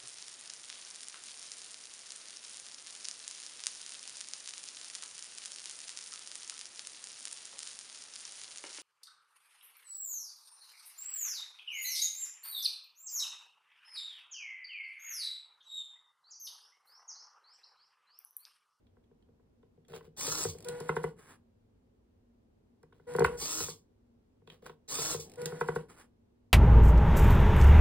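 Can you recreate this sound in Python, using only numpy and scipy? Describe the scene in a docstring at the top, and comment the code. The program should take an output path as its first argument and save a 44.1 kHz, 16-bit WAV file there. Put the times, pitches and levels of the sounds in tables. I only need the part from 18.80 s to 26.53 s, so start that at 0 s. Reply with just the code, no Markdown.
"""In a quiet room, close to a pair of microphone ports, fingers knock and brush the lid of a cardboard model on a desk.
Two hobby servos rasp as they swing its doors open; a third whines, winding up a paper curtain.
The rolled hem slaps the box at each turn and the paper slips back. After more brushing the curtain is wound down
and the doors shut; the hand returns, the doors open again and the curtain goes up once more.
Gear teeth are clicks and scrapes, the box is a set of struck modes, and rubbing is made of dense grains."""
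import sys
import numpy as np
from scipy import signal
from scipy.fft import rfft, irfft, next_fast_len
from scipy.io import wavfile

SR = 44100
rng = np.random.default_rng(int(sys.argv[2]) if len(sys.argv) > 2 else 0)


def bounce(signal):
    """Save signal as a 16-bit WAV file at the path given by the first command-line argument."""
    frames = np.transpose(np.atleast_2d(signal))
    limited = np.clip(frames, -1, 1)
    pcm = np.round(limited * 32767).astype(np.int16)
    wavfile.write(sys.argv[1], SR, pcm)


N = 340883
T = np.arange(N) / SR

# All levels in the tables are relative: each layer's gains, the room and the ports act on them.
# Blows on the box from rod, doors and fingers. Each row: time in seconds, level in dB, crack in dB.
BLOWS = [(0.169, -62, -7.5), (0.313, -56.5, -13.5), (0.488, -59, -15), (0.597, -64, -11),
         (0.831, -57, -10.5), (0.976, -55.5, -20), (1.102, -46.5, -23), (1.135, -40, -7), (1.164, -44, -10),
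         (1.209, -49.5, -4.5), (1.274, -48, -28), (1.476, -34, -9), (1.651, -26, -11.5),
         (1.749, -44, -14.5), (1.887, -35.5, -12), (2.006, -33.5, -10), (4.033, -51, -9.5),
         (4.125, -54, -6), (4.198, -56, -8.5), (4.35, -24, -9.5), (4.386, -19.5, -9.5), (4.405, -16, -12),
         (4.42, -18.5, -10), (4.447, -11.5, -2), (4.621, -40, -14), (4.804, -34, -7), (4.884, -36.5, -8.5),
         (5.619, -58.5, -15), (5.675, -49, -8.5), (5.826, -50, -18), (5.863, -38.5, 0.5),
         (5.896, -42.5, -6.5), (6.185, -33, -8.5), (6.345, -29, -11), (6.391, -38.5, -16),
         (6.618, -35, -30), (6.657, -34.5, -17), (6.723, -32.5, -11)]
# Doors held open by twitching servos. Each row: first twitch in seconds, tick in dB, hinge murmur in dB.
DOOR_HOLDS = [(1.7844, -42.5, -53), (6.4966, -44.5, -53)]
# Colour of a bright tick, also of the hem's hiss. Each row: frequency in Hz, density in dB per Hz.
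TICK_COLOUR = [(300, -17), (1500, -4), (3500, 1), (8000, 1), (12000, -2), (16000, -8.5)]


def amp(db):
    """Decibels to gain."""
    return 10 ** (np.asarray(db) / 20)


def unit(x):
    """Scales to rms 1."""
    return x / np.sqrt(np.mean(x ** 2) + 1e-20)


def read(points, hz):
    """Reads a table along a log-frequency axis."""
    f, value = np.transpose(points)
    return np.interp(np.log(hz + 1), np.log(f + 1), value)


def add(mix, s, sound):
    """Lays a sound into the mix at a time in seconds."""
    part = mix[round(s * SR):][:len(sound)]
    part += sound[:len(part)]


def colour(x, spectrum):
    """Passes x through a causal, minimum-phase filter with the given spectrum."""
    size = 4096
    log_gain = np.log(amp(read(spectrum, abs(np.fft.fftfreq(size, 1 / SR)))))
    response = np.fft.ifft(np.exp(np.conj(signal.hilbert(log_gain)))).real
    return signal.oaconvolve(x, response[:size // 2])[:len(x)]


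def band(x, lo_hz, hi_hz):
    """Keeps the band between two frequencies."""
    edges = [lo_hz, min(hi_hz, SR / 2 - 1)]
    return signal.sosfilt(signal.butter(3, edges, "band", fs=SR, output="sos"), x)


def ring(x, hz, width):
    """One resonance of gain 1 at its peak."""
    return signal.lfilter(*signal.iirpeak(hz, hz / width, fs=SR), x)


def drift(hz):
    """Random wandering of rms 1, with rates up to hz."""
    step = 16  # samples between the computed points
    size = next_fast_len(N // step + 1)
    spectrum = rfft(rng.standard_normal(size)) * (np.fft.rfftfreq(size, step / SR) < hz)
    slow = irfft(spectrum, size)
    return unit(np.interp(np.arange(N) / step, np.arange(size), slow))


def grains(per_s, spread_db):
    """Random clicks of either sign, their sizes spread by spread_db."""
    size = amp(spread_db * np.minimum(rng.exponential(1, N), 4)) * rng.choice([-1, 1], N)
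    return unit(size * (rng.random(N) < per_s / SR))


def gears(turns, teeth, scrape, lumpy):
    """Each tooth lands with a click and then scrapes; an off-centre wheel presses harder once a turn."""
    mesh = turns * teeth
    clicks = np.diff(np.floor(mesh), prepend=0) * (1 + .5 * rng.standard_normal(N))
    sliding = np.exp(-(mesh % 1) / .5) * rng.standard_normal(N)
    pressure = 1 + lumpy * np.cos(2 * np.pi * turns)
    return unit((unit(clicks) + scrape * unit(sliding)) * pressure)


def burst(start, length, attack, trend_db, release_db):
    """Gain of a run: a soft attack, a hold that drifts by trend_db per s, a release of release_db per s."""
    age = np.maximum(T - start, 0)
    onset = (1 - np.exp(-age / attack)) ** 1.3
    return onset * amp(trend_db * np.minimum(age, length) - release_db * np.maximum(age - length, 0))


def strokes(rows, rise_db, fall_db):
    """Gain of rubbing strokes: each swells by rise_db to its strongest moment, then dies away by fall_db."""
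    total = np.zeros(N)
    for start, top, end, db in rows:
        levels = [db - rise_db, db, db - fall_db]
        total += amp(np.interp(T, [start, top, end], levels, left=-200, right=-200))
    return total


def since(rows):
    """Seconds since the latest run began, 0 ahead of the first."""
    starts = np.array([row[0] for row in rows])
    latest = np.maximum(np.searchsorted(starts, T) - 1, 0)
    return np.maximum(T - starts[latest], 0)


def snaps(rows, spectrum, t60, rise):
    """Short dry snaps of decaying noise, all of one colour."""
    out, t = np.zeros(N), np.arange(SR // 20) / SR
    for (s, db), noise in zip(rows, rng.standard_normal((len(rows), len(t)))):
        add(out, s, noise * amp(db - 60 * t / t60) * (1 - np.exp(-t / rise)))
    return colour(out, spectrum)


def background():
    """Low room noise, alike at both ports in the bass only, and a faint wavering hum."""
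    # Colour of the room air. Each row: frequency in Hz, density in dB per Hz.
    air_colour = [(20, -9.5), (50, 3.5), (100, 1.5), (160, -6.5), (240, 2), (300, -7.5), (450, -8),
                  (620, -18), (800, -20), (1300, -28.5), (2000, -33), (4500, -38), (8000, -42.5),
                  (14700, -48.5)]
    # Hum tones. Each row: mean frequency in Hz, mean level in dB.
    hum_tones = [(100, -79), (237, -77.5)]
    air_db = -69
    common = unit(colour(rng.standard_normal(N), air_colour))
    apart = unit(colour(rng.standard_normal(N), air_colour))
    apart = colour(apart, [(60, -19.5), (200, -9.0), (400, 0.5), (1500, 1.5)])
    hum = np.zeros(N)
    for hz, db in hum_tones:
        level = amp(db + 2.5 * drift(10.0))
        turns = np.cumsum(hz + 1.1 * drift(10)) / SR
        hum += level * unit(np.sin(2 * np.pi * turns))
    return amp(air_db) * np.array([common + apart, common - apart]) + hum


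def rubbing():
    """Paper slipping back and skin brushing the lid catch and let go in tiny, dense grains."""
    # The curtain slipping back. Each row: start, strongest moment and end in seconds, level in dB.
    slip_rows = [(2.365, 2.394, 2.51, -65), (2.42, 2.518, 2.568, -61), (7.085, 7.102, 7.135, -59),
                 (7.12, 7.204, 7.26, -60.5)]
    # The hand on the lid. Each row: start, strongest moment and end in seconds, level in dB.
    brush_rows = [(1.085, 1.165, 1.21, -58), (1.21, 1.258, 1.3, -70), (4.12, 4.15, 4.7, -85),
                  (5.665, 5.735, 5.8, -69.5), (5.82, 5.865, 5.95, -61.5)]
    # Colours of paper and skin. Each row: frequency in Hz, density in dB per Hz.
    paper_colour = [(60, -3.5), (250, 0.5), (450, -0.5), (620, -3.5), (1100, 0), (1600, -1), (4000, -15),
                    (7500, -12.5), (11500, -12.5), (14700, -22)]
    skin_colour = [(60, -17), (170, -4), (280, -18), (450, 3.5), (620, -11.5), (1100, -16), (2400, -21),
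                   (3400, -20.5), (5000, -25), (9000, -31.5), (14700, -30.5)]
    paper = unit(colour(grains(per_s=1900, spread_db=-1.0), paper_colour))
    paper = paper * strokes(slip_rows, rise_db=15.5, fall_db=16.5) * amp(5.0)
    skin = colour(grains(per_s=2500, spread_db=4.5), skin_colour)
    skin = skin / np.std(band(skin, 3600, 15000))  # the brush levels refer to this band
    return paper + skin * strokes(brush_rows, rise_db=17.5, fall_db=26.5)


def hinges():
    """Tape hinges flex in small slips and the door panels murmur as the open doors sway."""
    # Colour of the swaying doors. Each row: frequency in Hz, density in dB per Hz.
    hinge_colour = [(60, -8), (170, 3.5), (280, -2), (450, 4.5), (600, -5.5), (780, -4.5), (1200, -21.5),
                    (3000, -23.5), (15000, -44.5)]
    lead_s, sway_s = .06, .14  # the doors sway from just before the first twitch
    sway = sum(amp(db) * burst(s - lead_s, sway_s, attack=.005, trend_db=2.5, release_db=606)
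               for s, _, db in DOOR_HOLDS)
    return unit(colour(grains(per_s=2400, spread_db=0.0), hinge_colour)) * sway * amp(-6)


def slaps(count=3):
    """The rolled hem's blows, one a turn of the rod, each softer and duller: (s, level dB, crack dB)."""
    # Each row: first slap in seconds, its level in dB, seconds per turn.
    slap_rows = [(2.0924, -18.5, .074), (6.812, -19, .0745)]
    crack_db, fade_db, dull_db = -4.5, 2.5, 1.5  # the first slap's crack; level and crack lost per turn
    return [(s + k * turn_s, db - k * fade_db, crack_db - k * dull_db)
            for s, db, turn_s in slap_rows for k in range(count)]


def swishes():
    """The paper hem hisses past around each slap, as noise under a bell-shaped gain."""
    swish_db, half_width_s = -51.5, 0.0066
    passing = sum(np.exp(-.5 * ((T - s) / half_width_s) ** 2) for s, _, _ in slaps())
    return unit(colour(rng.standard_normal(N), TICK_COLOUR)) * passing * amp(swish_db)


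def wobbles(t60=0.28):
    """After some of the blows the whole box wobbles on the desk: low, uneven shudders that sink in pitch."""
    # Each row: time in seconds, level in dB, reference pitch in Hz (it sinks from 1.23 to 0.61 times this).
    wobble_rows = [(1.482, -48, 124), (1.661, -41, 112.6), (4.447, -35.5, 76), (4.806, -46, 108.5),
                   (6.191, -51.5, 142), (6.356, -48.5, 113.4)]
    out, t = np.zeros(N), np.arange(SR // 3) / SR
    for s, db, hz in wobble_rows:
        pitch = hz * (0.61 + 0.62 * np.exp(-t / 0.031))
        sway = np.sin(2 * np.pi * np.cumsum(pitch) / SR)
        add(out, s, amp(db - 60 * t / t60) * (1 - np.exp(-t / 0.0012)) * sway)
    return out * (1 + .55 * drift(35))


def cracks(t60=0.034):
    """Each blow also crushes cardboard fibres for a few milliseconds, a burst of noise scaled to the blow."""
    # Colour of crushed fibres. Each row: frequency in Hz, density in dB per Hz.
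    crack_colour = [(200, -13), (700, -0.5), (1500, 1), (2400, 0.5), (3500, -11.5), (6000, -26),
                    (15000, -33.5)]
    out, t, blows = np.zeros(N), np.arange(SR // 12) / SR, slaps() + BLOWS
    for (s, db, crack_db), noise in zip(blows, rng.standard_normal((len(blows), len(t)))):
        level = amp(db + crack_db + 0.5 - 60 * t / t60)
        add(out, s - .001, noise * level * (1 - np.exp(-t / 0.00094)))
    return colour(out, crack_colour)


def knocks(travel=.0036, rise=.0018, spot_db=2):
    """Blows ring the modes of the box; bending waves carry the treble faster, so each knock falls in pitch."""
    # Modes of the box. Each row: nominal frequency in Hz, level in dB, t60 in seconds.
    box_modes = [(61, -30, .25), (125, -29, .12), (155.64, -12, 0.16), (191, -7.5, 0.02),
                 (299, -16.5, 0.048), (391.3, -8.5, 0.046), (457.5, 3, 0.054), (465.7, -13.5, 0.09),
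                 (712, -13, 0.047), (762, -13.5, .035), (950.5, 2, 0.025), (1087, 1.5, 0.025),
                 (1360, 4.5, 0.018), (1510.4, -4.5, 0.035), (1640, -8, .022), (1950, -13.5, .012),
                 (2000, -9, 0.044)]
    slap_boom_db = 3  # the hem hits the big back panel, which booms more
    out, t = np.zeros(N), np.arange(SR // 4) / SR
    blows = [(*row, slap_boom_db) for row in slaps()] + [(*row, 0) for row in BLOWS]
    chances = rng.standard_normal((len(blows), len(box_modes), 2))
    for (s, db, crack_db, panel_db), luck in zip(blows, chances):
        body = 0
        boom_db = -5.5 + panel_db - 0.17 * db - .15 * crack_db  # soft or dull blows boom relatively more
        tilt = [(200, boom_db), (400, 0.00031), (600, 0), (1100, 2.1 * crack_db + 7.0)]  # (Hz, dB)
        for k, (hz, mode_db, t60) in enumerate(box_modes):
            slowness = np.sqrt(1000 / hz)
            age = np.maximum(t - travel * (slowness - .7) * min(hz / 400, 1), 0)
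            spot = luck[k] * min(hz / 1000, 1)  # the upper modes depend on where the blow lands
            swell = 1 - np.exp(-age / (rise * slowness))
            decay = amp(mode_db + read(tilt, hz) + spot_db * spot[0] - 60 * age / t60)
            tone = np.sin(2 * np.pi * hz * (1 + 0.017 * spot[1]) * age)
            body = body + (-1) ** k * decay * swell * tone
        add(out, s - .001, amp(db + 1.0) * body / abs(body).max())
    return out


def ticks(count=4):
    """Gear teeth, tape and twitching servos snap brightly; fingertips catch with a duller tick."""
    # Gear teeth and tape. Each row: time in seconds, level in dB.
    tick_rows = [(1.0825, -52.5), (1.1611, -41), (1.4104, -24), (1.4671, -23.5), (1.8459, -36.5),
                 (1.8851, -25), (2.002, -34), (4.0294, -58.5), (4.3366, -40), (4.363, -33), (4.3935, -28.5),
                 (4.4428, -27.5), (4.4477, -29), (4.4604, -33), (5.863, -41), (6.6166, -33.5),
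                 (6.6567, -20.5)]
    # Fingertips catching on the lid. Each row: time in seconds, level in dB.
    catch_rows = [(0.0676, -69.5), (0.2399, -74), (0.4239, -72), (0.828, -73.5), (1.049, -68),
                  (1.137, -48.5), (4.127, -66), (5.674, -51), (5.7001, -47.5), (5.7193, -58), (5.8952, -52)]
    # Colour of a fingertip catch. Each row: frequency in Hz, density in dB per Hz.
    catch_colour = [(300, -16), (1500, -5), (2400, -4), (3300, 6.5), (4500, -10), (7000, -19), (15000, -27)]
    pulse_s = .02  # a holding servo twitches once per control pulse
    twitches = [(s + k * pulse_s, db) for s, db, _ in DOOR_HOLDS for k in range(count)]
    bright = snaps(tick_rows + twitches, TICK_COLOUR, t60=0.02, rise=0.00088) * amp(-1.0)
    dull = snaps(catch_rows, catch_colour, t60=0.02, rise=0.00065) * amp(12.5)
    return bright + dull


def curtain_servo():
    """A nearly steady whine of harmonics loses level as the paper loads it, over a soft whir of gears."""
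    # Runs up, down, up. Each row: start in seconds, length in seconds, whine in dB, whine lost under full
    # load in dB, gear whir in dB (3.5-14 kHz), whir trend in dB per second.
    wind_rows = [(1.849, 0.44, -38.5, 9, -60.5, -16.5), (4.267, 0.29, -40.5, 0.5, -60.5, -9),
                 (6.571, .44, -38.5, 10, -59.5, -17.5)]
    # Whine. Each row: harmonic number, mean level in dB.
    whine_harmonics = [(1, -3.5), (2, -20), (3, -20), (4, -30.5), (6, -35)]
    # Colour of the whir. Each row: frequency in Hz, density in dB per Hz.
    whir_colour = [(40, -17.5), (160, 0), (280, -8.5), (400, -5.5), (600, -9), (750, -8), (1200, -15.5),
                   (1700, -13.5), (2500, -20), (4000, -24), (11500, -26), (14700, -35)]
    start_hz, settled_hz, settle_s, load_s = 485, 485.3, .06, .2  # the load builds more slowly than the pitch
    age = since(wind_rows)
    hz = settled_hz + (start_hz - settled_hz) * np.exp(-age / settle_s)
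    load = np.minimum(age / load_s, 1) ** 2
    turns = np.cumsum(hz * (1 + .005 * drift(120))) / SR
    whine = np.zeros(N)
    for k, db in whine_harmonics:
        tone = np.sin(2 * np.pi * (k * turns + rng.random()))
        whine += amp(db + .8 * k * drift(70)) * unit(tone)
    whir = colour(gears(turns, teeth=1.8, scrape=6.7, lumpy=0.2), whir_colour)
    whir = whir / np.std(band(whir, 3500, 14000))
    singing, meshing = np.zeros(N), np.zeros(N)
    for s, length, whine_db, lost_db, whir_db, trend in wind_rows:
        singing += amp(whine_db - lost_db * load) * burst(s, length, attack=0.0065, trend_db=4.5, release_db=484.5)
        meshing += amp(whir_db) * burst(s, length, attack=0.014, trend_db=trend, release_db=352)
    return whine * singing + whir * meshing


def door_servo(share, servo_db, hum_db):
    """A gear train, at its share of the full speed, rasps in its case and buzzes its door panel; its shaft hums."""
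    # Open, shut, open. Each row: start in seconds, seconds under drive, gear rasp in dB, panel buzz in dB.
    swing_rows = [(1.363, 0.27, -40, -49), (4.568, 0.27, -40, -51.5), (6.076, 0.25, -39.5, -48.5)]
    # Gliding gear tones. Each row: multiple of the shaft speed, mean level in dB against the panel buzz.
    gear_orders = [(3.2, -14), (3.5, -13), (3.75, -15), (4.5, -16)]
    # Gear cases on cardboard. Each row: frequency in Hz, density in dB per Hz.
    rasp_colour = [(40, -19), (160, 0.5), (240, -13), (450, 1), (620, -1.5), (1050, -7), (2100, -9.5),
                   (3100, -15), (3800, -20), (5300, -1.5), (7000, -4.5), (9300, -16.5), (11500, -10.5),
                   (14700, -14.5)]
    # Rings of the gear case. Each row: frequency in Hz, width in Hz, mean level in dB against the rasp.
    case_rings = [(1040, 320, -19.5), (3594, 180, -18), (4182, 390, -17), (4827, 690, -9.5),
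                  (6370, 560, -13.5), (7650, 70, -22), (7986, 140, -17.5), (8630, 200, -18.5)]
    # full speed in turns per s: a spin-up from start to top, then braking back down to the start speed
    start_hz, top_hz, spin_up_s, brake_after_s, brake_hz_per_s = 170.55, 327.5, .07, .225, 550
    # a short nudge ends each swing; its level in dB against the gear rasp
    nudge_after_s, nudge_s, nudge_db = .312, 0.016, -1
    hum_steepness = 3.5  # the shaft hum grows with this power of the speed
    age = since(swing_rows)
    speed = top_hz - (top_hz - start_hz) * np.exp(-age / spin_up_s)
    speed = speed - brake_hz_per_s * np.maximum(age - brake_after_s, 0)
    speed = np.maximum(speed, start_hz)
    shaft = np.cumsum(speed * share * (1 + 0.009 * drift(60))) / SR

    drive, nudge, buzz = np.zeros(N), np.zeros(N), np.zeros(N)
    for s, length, rasp_db, buzz_db in swing_rows:
        drive += amp(rasp_db) * burst(s, length, attack=0.024, trend_db=6.5, release_db=256.5)
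        push = burst(s + nudge_after_s, nudge_s, attack=0.015, trend_db=-20, release_db=420)
        nudge += amp(rasp_db + nudge_db) * push
        buzz += amp(buzz_db) * burst(s, length, attack=0.025, trend_db=10.5, release_db=330.5)

    teeth = gears(shaft, teeth=4.5, scrape=1.4, lumpy=.45)
    teeth = unit(teeth * amp(1.5 * drift(200) + 1.1 * drift(35)))
    rasp = colour(teeth, rasp_colour)
    # the load shifts from wheel to wheel, so each ring of the case flares and fades
    flares = sum(amp(db + 4.96 * drift(13)) * unit(ring(teeth, hz, width)) for hz, width, db in case_rings)
    bright_rasp = unit(colour(rasp, [(1500, -22.5), (3000, -1.5), (9000, -1), (13000, 0.0)]))
    case = (bright_rasp + flares) * np.hypot(drive, nudge)
    panel = unit(colour(rasp, [(1800, 4), (3200, -31.0)])) * amp(1)
    tones = sum(amp(db + 3 * drift(30)) * unit(np.sin(2 * np.pi * order * shaft)) for order, db in gear_orders)
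    hum = amp(hum_db) * (speed / top_hz) ** hum_steepness * np.sin(2 * np.pi * shaft)
    return (case + hum * drive + (panel + tones) * buzz) * amp(servo_db)


def room(x, wet_db=-11):
    """Dense reflections from desk and walls, each band dying at its own speed."""
    # Each row: frequency in Hz, t60 in seconds.
    room_decay = [(100, 0.57), (500, 0.31), (2000, 0.17), (8000, 0.17), (16000, 0.21)]
    t = np.arange(SR // 2) / SR
    taps = rng.standard_normal(len(t)) * np.clip((t - .004) / 0.00092, 0, 1)
    hz, age, z = signal.stft(taps, SR, nperseg=256)
    fading = amp(-60 * age / read(room_decay, hz)[:, None])
    tail = signal.istft(z * fading, SR, nperseg=256)[1]
    return x + amp(wet_db) * signal.oaconvolve(x, tail / np.linalg.norm(tail))[:N]


def ports(x, scatter_t60=0.13):
    """Two ports hear the box with a phase lead, unlike levels and a share of sound scattered by the desk."""
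    # Each row: frequency in Hz, radians by which the left port leads.
    lead_points = [(160, -.05), (300, -.3), (700, -1.4), (950, -.5), (1200, -.7), (2050, 0), (2900, 3.1),
                   (4100, .3), (5750, 3.14), (6250, 3.14), (8400, 6.2), (9800, 6.4), (11800, 9.42),
                   (13050, 9.42), (14600, 12.5)]
    # Each row: frequency in Hz, left minus right level in dB.
    side_points = [(150, .3), (420, 2.8), (560, 2.5), (820, -4.5), (1100, 1), (1370, -3), (1700, 0),
                   (2900, -3.5), (4300, 0)]
    # Each row: frequency in Hz, likeness of the two ports from 0 to 1.
    alike_points = [(100, .99), (1900, .96), (2700, .5), (4200, .45), (5700, 1), (6300, 1), (7500, .85),
                    (9000, .98), (10800, .88), (11700, 1), (13100, 1), (14000, .85)]
    size, t = next_fast_len(N + SR // 4), np.arange(SR // 4) / SR
    hz, z = np.fft.rfftfreq(size, 1 / SR), rfft(x, size)
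    alike = np.clip(read(alike_points, hz), 0, 1)
    side_db, lead = read(side_points, hz), read(lead_points, hz)
    echoes = rng.standard_normal(len(t)) * amp(-60 * t / scatter_t60)
    scattered = np.sqrt((1 - alike) / 2) * rfft(echoes / np.linalg.norm(echoes), size)
    direct = np.sqrt((1 + alike) / 2)
    pair = []
    for way in (1, -1):  # left, right
        path = (direct + way * scattered) * amp(way * side_db / 2) * np.exp(way * 1j * lead / 2)
        pair.append(irfft(z * path, size)[:N])
    return np.array(pair)


def scene():
    """Both door servos, the curtain servo with the ticks, and the cardboard reach the ports by separate paths."""
    # The two door servos. Each row: share of the full speed, level in dB, shaft hum in dB against the rasp.
    servo_rows = [(0.99, -3, -8), (.93, -3.5, -22)]
    cardboard = hinges() + knocks() + cracks() + wobbles() + rubbing() + swishes()
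    sources = [door_servo(*row) for row in servo_rows] + [curtain_servo() + ticks(), cardboard]
    return sum(ports(room(source)) for source in sources) + background()


def record(dry):
    """The recorder's band limit, a steep low-pass."""
    edge_hz = 15900
    low_pass = signal.firwin(511, edge_hz, window=("kaiser", 9), fs=SR)
    return signal.oaconvolve(dry, low_pass[None], "same")


dry = scene()
out = record(dry)
bounce(out)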